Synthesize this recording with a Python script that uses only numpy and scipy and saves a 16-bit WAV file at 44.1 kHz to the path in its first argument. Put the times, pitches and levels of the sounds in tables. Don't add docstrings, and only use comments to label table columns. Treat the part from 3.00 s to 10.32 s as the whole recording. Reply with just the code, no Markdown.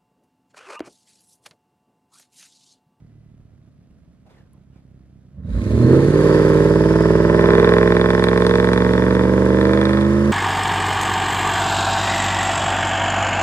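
import sys
import numpy as np
from scipy import signal
from scipy.fft import rfft, irfft, next_fast_len
from scipy.io import wavfile
from scipy.ndimage import uniform_filter1d

SR = 44100
rng = np.random.default_rng(int(sys.argv[2]) if len(sys.argv) > 2 else 0)


def to_wav(sig):
    pcm = np.clip(np.atleast_2d(sig), -1, 1) * 32767
    pcm = np.round(pcm).astype(np.int16)
    wavfile.write(sys.argv[1], SR, pcm.T)


N = 322812
TIME = np.arange(N) / SR

FLOORED_S = 2.32
FIRST_FIRING = .025
ROUGH_START, ROUGH_SETTLED, SETTLE_S = 1, 0.068, 0.47

# f/Hz, level/dB
NIGHT_SPECTRUM = [(40, 0), (80, -2.5), (165, -2), (262, -5.5), (385, -21.5), (650, -19), (850, -30),
                  (1300, -29), (2000, -34), (3000, -37.5), (6000, -42.5), (10000, -46), (14000, -57)]
GRIT_SPECTRUM = [(400, 2.5), (700, -3.5), (1000, -5), (1500, -11), (2100, -14), (3000, -17), (5000, -22),
                 (9500, -32), (13000, -34)]
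TYRE_SPECTRUM = [(2200, 6), (3000, -6), (3550, -0.5), (4050, -5), (4900, -2.5), (5600, -8), (6100, -3.5),
                 (7500, -9), (8400, -13), (9300, -3.5), (10100, -10.5), (11800, -18.5), (13500, -25)]
THUD_SPECTRUM = [(35, -5), (55, 2), (80, -6), (113, -0.5), (173, -2.5), (268, -16), (389, -19), (650, -44),
                 (900, -76)]
GAS_SPECTRUM = [(300, -14.5), (620, -2), (760, -8.5), (1000, 0.5), (1250, -5), (1850, -4.5), (2300, -22.5),
                (3000, -18.5), (6000, -37.5)]
CRACK_SPECTRUM = [(500, 1.5), (740, -17.5), (815, 7.5), (870, 4), (945, 15.5), (1090, 11), (1170, 4.5),
                  (1480, 7.5), (1850, 11), (2100, -3), (2400, 0), (2900, -33.5), (3500, 0), (4100, -50.5),
                  (9000, -54)]
SPIT_SPECTRUM = [(2300, 7), (3050, -5), (3520, 18), (4200, 6), (5000, 2.5), (7500, -20.5), (9300, -1.5),
                 (10500, -29), (13500, -24.5)]
BURBLE_SPECTRUM = [(30, -18), (60, -26.5), (130, -15.5), (250, -2), (420, 5), (610, 3), (750, -24)]
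# t/s, level/dB
PEBBLE_SNAPS = [(1.532, -61)]
# t/s, decay time/s, crunch level/dB, ring f/Hz, ring level/dB
GRIT_CRUNCHES = [(1.272, 0.028, -61, 720, -59), (1.309, 0.044, -58, 3700, -73),
                 (1.352, 0.06, -67, 2110, -69), (1.384, .045, -67, 1830, -67), (1.544, .04, -79, 1050, -67),
                 (1.735, .03, -69, 2900, -80), (1.767, .045, -65, 2400, -77)]
# t/s, f/Hz, level/dB
INTAKE_WHISTLE = [(2.42, 3800, -69), (2.55, 3950, -58), (2.8, 4187, -50.5), (3.1, 4390, -49.5),
                  (3.35, 4800, -43), (3.6, 4925, -49.5), (3.9, 5090, -46.5), (4.6, 5050, -49),
                  (7.32, 5190, -54.5)]
# t/s, f/Hz
CYCLE_RATE = [(0.0, 9.476), (1.0, 8.585), (2.3, 8.05), (2.6, 11.91), (2.9, 16.104), (3.2, 19.259),
              (3.52, 19.351), (4.2, 20.669), (4.72, 21.678), (5.35, 22.138), (5.9, 22.924), (6.5, 24.055),
              (7.32, 26.65)]
# centre t/s, duration/s, drone level/dB, brightness/dB, gas level/dB
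LOAD_SWELLS = [(2.827, 0.09, 7, -3, 2.5), (2.944, 0.13, 4, 2.5, 5), (2.56, 0.078, 1.5, 1, 4),
               (3.079, 0.038, 5, -3, -2.5), (3.336, 0.57, -0.5, 2, 4.5), (4.56, 0.71, -0.6, 2, 5),
               (5.304, 1, -2, 2, 0), (6.833, 0.26, -1.3, 1.05, 2)]
# start t/s, end t/s, firing (0-7), crack level/dB, spit level/dB
SHOCKS = [(3.147, 4.322, 1, -8.5, -27), (3.153, 3.7, 4, -3.5, -29), (3.3, 4.7, 6, -3.5, -31),
          (4.314, 4.856, 1, 5, -3.5), (4.405, 5.104, 4, 7.5, 9.5), (4.853, 5.396, 1, 3.5, -15),
          (5.1, 5.805, 4, 6, 13), (5.4, 6.24, 1, 3, 4), (5.796, 7.063, 4, -0.5, -5.5),
          (6.57, 7.014, 1, 4, 12)]
# t/s, level/dB
LOUD_POPS = [(5.4665, -5.5), (5.4948, -10.5), (5.7335, -8), (6.8538, -9.5)]
# centre t/s, duration/s, level/dB
SILENCER_BOOMS = [(2.56, 0.11, -15.5), (2.745, 0.14, -14.5)]
FIRING_LEVELS = [-7.5, -.5, -8, -7, -.5, -7, -5, -9]
# order, level/dB at 22 cycles per second, slope with rate/(dB/Hz)
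ORDERS = [(3, 5.5, 0.57), (5, 1.9, 0.45), (6, -9, -2.2), (7, -15, -4), (8, 8, 0.39), (9, -11.5, -1),
          (10, -5.5, -2.4), (11, -2.5, 0.8), (12, -20, -0.3), (13, -1.5, 2), (14, -8, -1.9), (15, -20, 2.9),
          (16, -1.4, -1.18), (17, -15.3, 0.8), (18, -14.5, 1.85), (19, -1.05, 0.34), (20, -16.3, 1.5),
          (21, -1.5, 0.46), (22, -9, -0.1), (23, -19.5, 3.6), (24, -8.5, -1.2), (25, -17.5, 0.3),
          (26, -15.5, 2.5), (27, -8.5, -0.5), (29, -10, -0.06), (30, -11.5, 4.5), (32, -7, 2.5),
          (37, -5.5, 3.5), (43, 7, 2.7)]
# t/s, level/dB
WEAK_ORDER_GAIN = [(3, -4), (3.4, -3.8), (3.8, -4), (4.65, 1), (4.85, -3), (5.65, -1.5), (5.85, 0),
                   (6.75, 5), (7.05, 1.5)]
# f/Hz, level/dB
PIPE_RESPONSE = [(40, -31), (60, -6), (83, -5.5), (120, -0.35), (170, -2.5), (255, 2), (285, -6.5),
                 (310, 1.5), (335, 4.5), (372, 0.75), (408, 7.5), (435, 2), (468, 5.5), (500, 0.4),
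                 (570, 3.5), (650, -0.1), (720, -25)]


def from_db(db):
    return 10 ** (np.asarray(db) / 20)


def unit_power(x):
    return x / np.sqrt(np.mean(x ** 2) + 1e-20)


def in_time(rows):
    times, *columns = np.transpose(rows)
    return [np.interp(TIME, times, column) for column in columns]


def level_at(spectrum, hz):
    f, db = np.transpose(spectrum)
    return np.interp(np.log(np.maximum(hz, 1)), np.log(f), db)


def drift(rate_hz):
    steps = rng.standard_normal(4000)
    return unit_power(np.interp(TIME * rate_hz, np.arange(len(steps)), steps))


def swell(centre_s, length_s):
    return np.exp(-np.minimum((2 * (TIME - centre_s) / length_s) ** 2, 50))


def since_floored():
    return np.maximum(TIME - FLOORED_S, 0)


def opening(depth_db, rise_s, shape=0.62):
    return -depth_db * np.exp(-(since_floored() / rise_s) ** shape)


def colour(x, spectrum, size=8192):
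    hz = np.maximum(np.fft.rfftfreq(size, 1 / SR), 1)
    octaves_below = np.maximum(np.log2(spectrum[0][0] / hz), 0)
    octaves_above = np.maximum(np.log2(hz / spectrum[-1][0]), 0)
    cepstrum = irfft(np.log(from_db(level_at(spectrum, hz) - 20 * (octaves_below + octaves_above))))
    cepstrum[1:size // 2] *= 2
    cepstrum[size // 2 + 1:] = 0
    return signal.oaconvolve(x, irfft(np.exp(rfft(cepstrum))))[:N]


def noise(spectrum):
    return unit_power(colour(rng.standard_normal(N), spectrum))


def narrow_band(hz, half_width_hz):
    band = signal.sosfilt(signal.butter(2, half_width_hz, fs=SR, output="sos"), rng.standard_normal(N))
    return unit_power(band * np.cos(2 * np.pi * np.cumsum(hz) / SR))


def pulses(at, db):
    out = np.zeros(N)
    out[at] = from_db(db)
    return out


def burst_after(clicks, decay_s):
    pole = np.exp(-1 / (decay_s * SR))
    return signal.lfilter([np.sqrt(1 - pole ** 2)], [1, -pole], clicks + 1e-18) * rng.standard_normal(N)


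def delayed(x, ms):
    size = next_fast_len(N + SR // 4)
    turns = np.fft.rfftfreq(size, 1 / SR) * ms / 1000
    return irfft(rfft(x, size) * np.exp(-2j * np.pi * turns), size)[:N]


def dispersed(x, lead_ms=0.913, spread_ms=5, knee_hz=950):
    size = next_fast_len(N + SR // 4)
    hz = np.fft.rfftfreq(size, 1 / SR)
    turns = (spread_ms * knee_hz * (1 - np.exp(-hz / knee_hz)) - lead_ms * hz) / 1000
    return irfft(rfft(x, size) * np.exp(-2j * np.pi * turns), size)[:N]


def place(x, pan_db, right_lag_ms):
    return np.array([x * from_db(pan_db / 2), delayed(x, right_lag_ms) * from_db(-pan_db / 2)])


def grainy_field(spectrum, grain_db, diffuse, lag_ms):
    grains = [rng.standard_normal(N) * from_db(grain_db * drift(400)) for _ in range(3)]
    direct, *scattered = [unit_power(colour(x, spectrum)) for x in grains]
    return place(direct, pan_db=-3.5, right_lag_ms=lag_ms) + diffuse * np.array(scattered)


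def night():
    return from_db(-55) * grainy_field(NIGHT_SPECTRUM, grain_db=2.0, diffuse=0.64, lag_ms=-0.065)


def pebble(t60_s=0.022):
    envelope = sum(from_db(db - 60 * np.maximum(TIME - s, 0) / t60_s) * (TIME > s)
                   for s, db in PEBBLE_SNAPS)
    return envelope * noise([(5000, -20), (10000, 0), (13500, -12)])


def crunches(attack_s=.012, fall_octaves_per_s=4):
    grit = grainy_field(GRIT_SPECTRUM, grain_db=1.0, diffuse=0.89, lag_ms=0.11)
    out = 0
    for s, decay_s, db, hz, ring_db in GRIT_CRUNCHES:
        age = np.clip(TIME - s, 0, 1)
        envelope = np.where(TIME < s, swell(s, 2 * attack_s), np.exp(-age / decay_s))
        ring = narrow_band(hz * 2 ** (-fall_octaves_per_s * age), half_width_hz=140)
        out = out + envelope * (from_db(db) * grit + from_db(ring_db) * ring)
    return out


def tyre():
    breakaway_db = 3.5 * swell(3.36, 0.9)
    db = -45 + opening(depth_db=46.5, rise_s=0.15, shape=0.97) + breakaway_db
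    return from_db(db) * grainy_field(TYRE_SPECTRUM, grain_db=3.0, diffuse=0.84, lag_ms=0.2504)


def intake():
    hz, db = in_time(INTAKE_WHISTLE)
    whistle = narrow_band(hz, half_width_hz=160)
    hiss = narrow_band(hz, half_width_hz=370)
    hiss_share = np.interp(TIME, [2.85, 3.3], [0, 1])
    return from_db(db) * (np.sqrt(1 - hiss_share) * whistle + np.sqrt(hiss_share) * hiss)


def verge(x, t60_s=0.023, gap_s=.004, echo_db=-10.5):
    t = TIME[:SR // 3]
    tails = rng.standard_normal((2, len(t))) * from_db(-60 * t / t60_s) * (t > gap_s)
    return from_db(echo_db) * np.array([signal.oaconvolve(x, h / np.linalg.norm(h))[:N] for h in tails])


def firings(cycle):
    count = np.floor((cycle - FIRST_FIRING) * len(FIRING_LEVELS)).astype(int)
    at = np.flatnonzero(np.diff(count)) + 1
    return at, count[at] % len(FIRING_LEVELS)


def idle_tones(cycle, order=12, whine_hz=2005):
    hum = from_db(-52) * swell(0.12, 1.0) * np.sin(2 * np.pi * order * cycle)
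    whine = from_db(-79) * swell(.05, 0.74) * np.sin(2 * np.pi * whine_hz * TIME)
    return hum + whine


def idle(cycle, uneven_db=3, far_bank_db=-15, hunt_db=3.5, hunt_period_s=1.94):
    at, firing = firings(cycle)
    clicks = pulses(at, far_bank_db * (firing % 2 == 0) + uneven_db * rng.standard_normal(len(at)))
    thuds = colour(delayed(clicks, ms=4), THUD_SPECTRUM)
    local_power = uniform_filter1d(uniform_filter1d(thuds ** 2, SR // 7), SR // 7)
    level_db = -52.5 + hunt_db * np.cos(2 * np.pi * TIME / hunt_period_s)
    return from_db(level_db) * thuds / np.sqrt(np.abs(local_power) + 1e-12)


def load(sag_db_per_s=0.876):
    drone_db, bright_db, gas_db = sum(np.outer(changes, swell(s, length))
                                      for s, length, *changes in LOAD_SWELLS)
    drone_db += -20 + opening(depth_db=34.0, rise_s=0.12) - sag_db_per_s * since_floored()
    bright_db += opening(depth_db=13.5, rise_s=0.29, shape=1.8)
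    gas_db += -31 + opening(depth_db=52.5, rise_s=0.26, shape=0.94) + 0.03 * since_floored()
    return drone_db, bright_db, gas_db


def lope(cycle):
    return 1.9 * swell(4.0, 1.1) * np.cos(2 * np.pi * (cycle - .2))


def gas(cycle, rough, puff_db=3, size=2048):
    wavelets = np.interp(cycle, np.arange(size) / size, rng.standard_normal(size), period=1)
    periodic = unit_power(colour(wavelets, GAS_SPECTRUM))
    turbulence = 8 * rough
    flow = (periodic + turbulence * noise(GAS_SPECTRUM)) / np.hypot(1, turbulence)
    puffs = from_db(puff_db * np.cos(2 * np.pi * (len(FIRING_LEVELS) * cycle - .45)))
    return unit_power(flow * puffs)


def shock_fronts(cycle, spells, uneven_db, weak_db, fade_s=.07):
    at, firing = firings(cycle)
    gain = from_db(weak_db + opening(depth_db=50.5, rise_s=0.4)[at])
    for start, end, steep_firing, db in spells:
        inside = (np.tanh((TIME[at] - start) / fade_s) - np.tanh((TIME[at] - end) / fade_s)) / 2
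        gain = gain + from_db(db) * inside * (firing == steep_firing)
    return pulses(at, 20 * np.log10(gain) + uneven_db * rng.standard_normal(len(at)))


def cracks(cycle, level_db=-30.5):
    spells = [(start, end, firing, db) for start, end, firing, db, _ in SHOCKS]
    fronts = shock_fronts(cycle, spells, uneven_db=.8, weak_db=-15)
    tearing = .22 * burst_after(fronts, decay_s=.002)
    road_echo = 0.12 * delayed(fronts, ms=1.42)
    return from_db(level_db) * unit_power(colour(dispersed(fronts + tearing + road_echo), CRACK_SPECTRUM))


def spit(cycle, level_db=-45):
    spells = [(start, end, firing, db) for start, end, firing, _, db in SHOCKS]
    fronts = shock_fronts(cycle, spells, uneven_db=3, weak_db=-32)
    snaps = .55 * fronts + burst_after(fronts, decay_s=0.0013)
    return from_db(level_db) * unit_power(colour(dispersed(snaps), SPIT_SPECTRUM))


def pops():
    times, db = np.transpose(LOUD_POPS)
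    snaps = pulses((times * SR).astype(int), db)
    return colour(snaps + 1.6 * burst_after(snaps, decay_s=0.00095), SPIT_SPECTRUM)


def boom(cycle, order=5):
    envelope = sum(from_db(db) * swell(s, length) for s, length, db in SILENCER_BOOMS)
    return envelope * np.sin(2 * np.pi * order * cycle)


def burble(tones, rough):
    pressure = np.sqrt(np.abs(uniform_filter1d(tones ** 2, size=500)))
    gain = from_db(-7 + opening(depth_db=16.0, rise_s=0.23, shape=2.9))
    return gain * (rough + .035) * pressure * noise(BURBLE_SPECTRUM)


def slack(hz, at_s=6.87, fade_s=0.27, depth_db=9, above_hz=338):
    slackened = (1 + np.tanh((TIME - at_s) / fade_s)) / 2
    upper = (1 + np.tanh((hz - above_hz) / 20)) / 2
    return depth_db * slackened * upper


def pipe_phase(hz, bass_hz=455, round_trip_s=.0066, reflection=-.62):
    silencer = 14.5 * np.exp(-hz / bass_hz)
    resonances = .09 * (level_at(PIPE_RESPONSE, hz * 1.04) - level_at(PIPE_RESPONSE, hz / 1.04))
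    open_end = np.angle(1 + reflection * np.exp(-2j * np.pi * hz * round_trip_s))
    return silencer + resonances + open_end


def drone(cycle_hz, cycle, rough, load_db, bright_db, knee_hz=300, pipe_delay_s=.0011):
    firing_phases = np.angle(np.fft.fft(from_db(FIRING_LEVELS)))
    arrival = cycle - FIRST_FIRING - cycle_hz * pipe_delay_s
    imbalance_db, = in_time(WEAK_ORDER_GAIN)
    rate_offset_hz = np.maximum(cycle_hz, 19) - 22
    tones = np.zeros(N)
    for order, db, db_per_hz in ORDERS:
        hz = order * cycle_hz
        weak = order % 8 not in (0, 3, 5)
        db = db + db_per_hz * rate_offset_hz + weak * imbalance_db
        db += 1.5 * np.minimum(hz / 455, 1) ** 2 * drift(6.3)
        db -= 6 * max(order - 30, 0) * (rough - ROUGH_SETTLED)
        db += level_at(PIPE_RESPONSE, hz) - slack(hz)
        db += bright_db * np.log2(1 + (hz / knee_hz) ** 2)
        shake = rough * np.minimum(hz / knee_hz, 1.5) * drift(30)
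        phase = 2 * np.pi * order * arrival + firing_phases[order % 8] + pipe_phase(hz)
        tones += from_db(db) * (1 + .5 * shake) * np.cos(phase + 1.7 * shake)
    tones *= from_db(load_db + 2.5 * rough * drift(110))
    return tones + burble(tones, rough)


def scene():
    cycle_hz, = in_time(CYCLE_RATE)
    cycle = np.cumsum(cycle_hz) / SR + .004 * drift(6)
    drone_db, bright_db, gas_db = load()
    lope_db = lope(cycle)
    rough = ROUGH_SETTLED + (ROUGH_START - ROUGH_SETTLED) * np.exp(-since_floored() / SETTLE_S)
    throttle = np.clip(since_floored() / 0.02, 0, 1)
    idling = 1 - np.clip(since_floored() / 0.32, 0, 1)
    rushing = np.clip((since_floored() - 0.089) / 0.12, 0, 1)

    low = throttle * (drone(cycle_hz, cycle, rough, drone_db, bright_db + lope_db) + boom(cycle))
    low += idling * (idle(cycle) + idle_tones(cycle))
    flow = from_db(gas_db + 2 * lope_db) * gas(cycle, rough)
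    rasp = throttle * (flow + cracks(cycle) + spit(cycle) + pops())
    exhaust = place(low, pan_db=-3.5, right_lag_ms=-0.12)
    exhaust += place(rasp, pan_db=-3.0, right_lag_ms=0.13) + verge(rasp)
    air = np.array([intake(), intake()])
    return night() + rushing * (tyre() + air) + crunches() + pebble() + exhaust


def record(dry, low_hz=40, top_hz=13800, ceiling=.97):
    thin = signal.sosfilt(signal.butter(4, low_hz, "high", fs=SR, output="sos"), dry)
    rounded = thin / (1 + (np.abs(thin) / ceiling) ** 8) ** (1 / 8)
    return signal.sosfilt(signal.ellip(10, .1, 80, top_hz, fs=SR, output="sos"), rounded)


dry = scene()
out = record(dry)
to_wav(out)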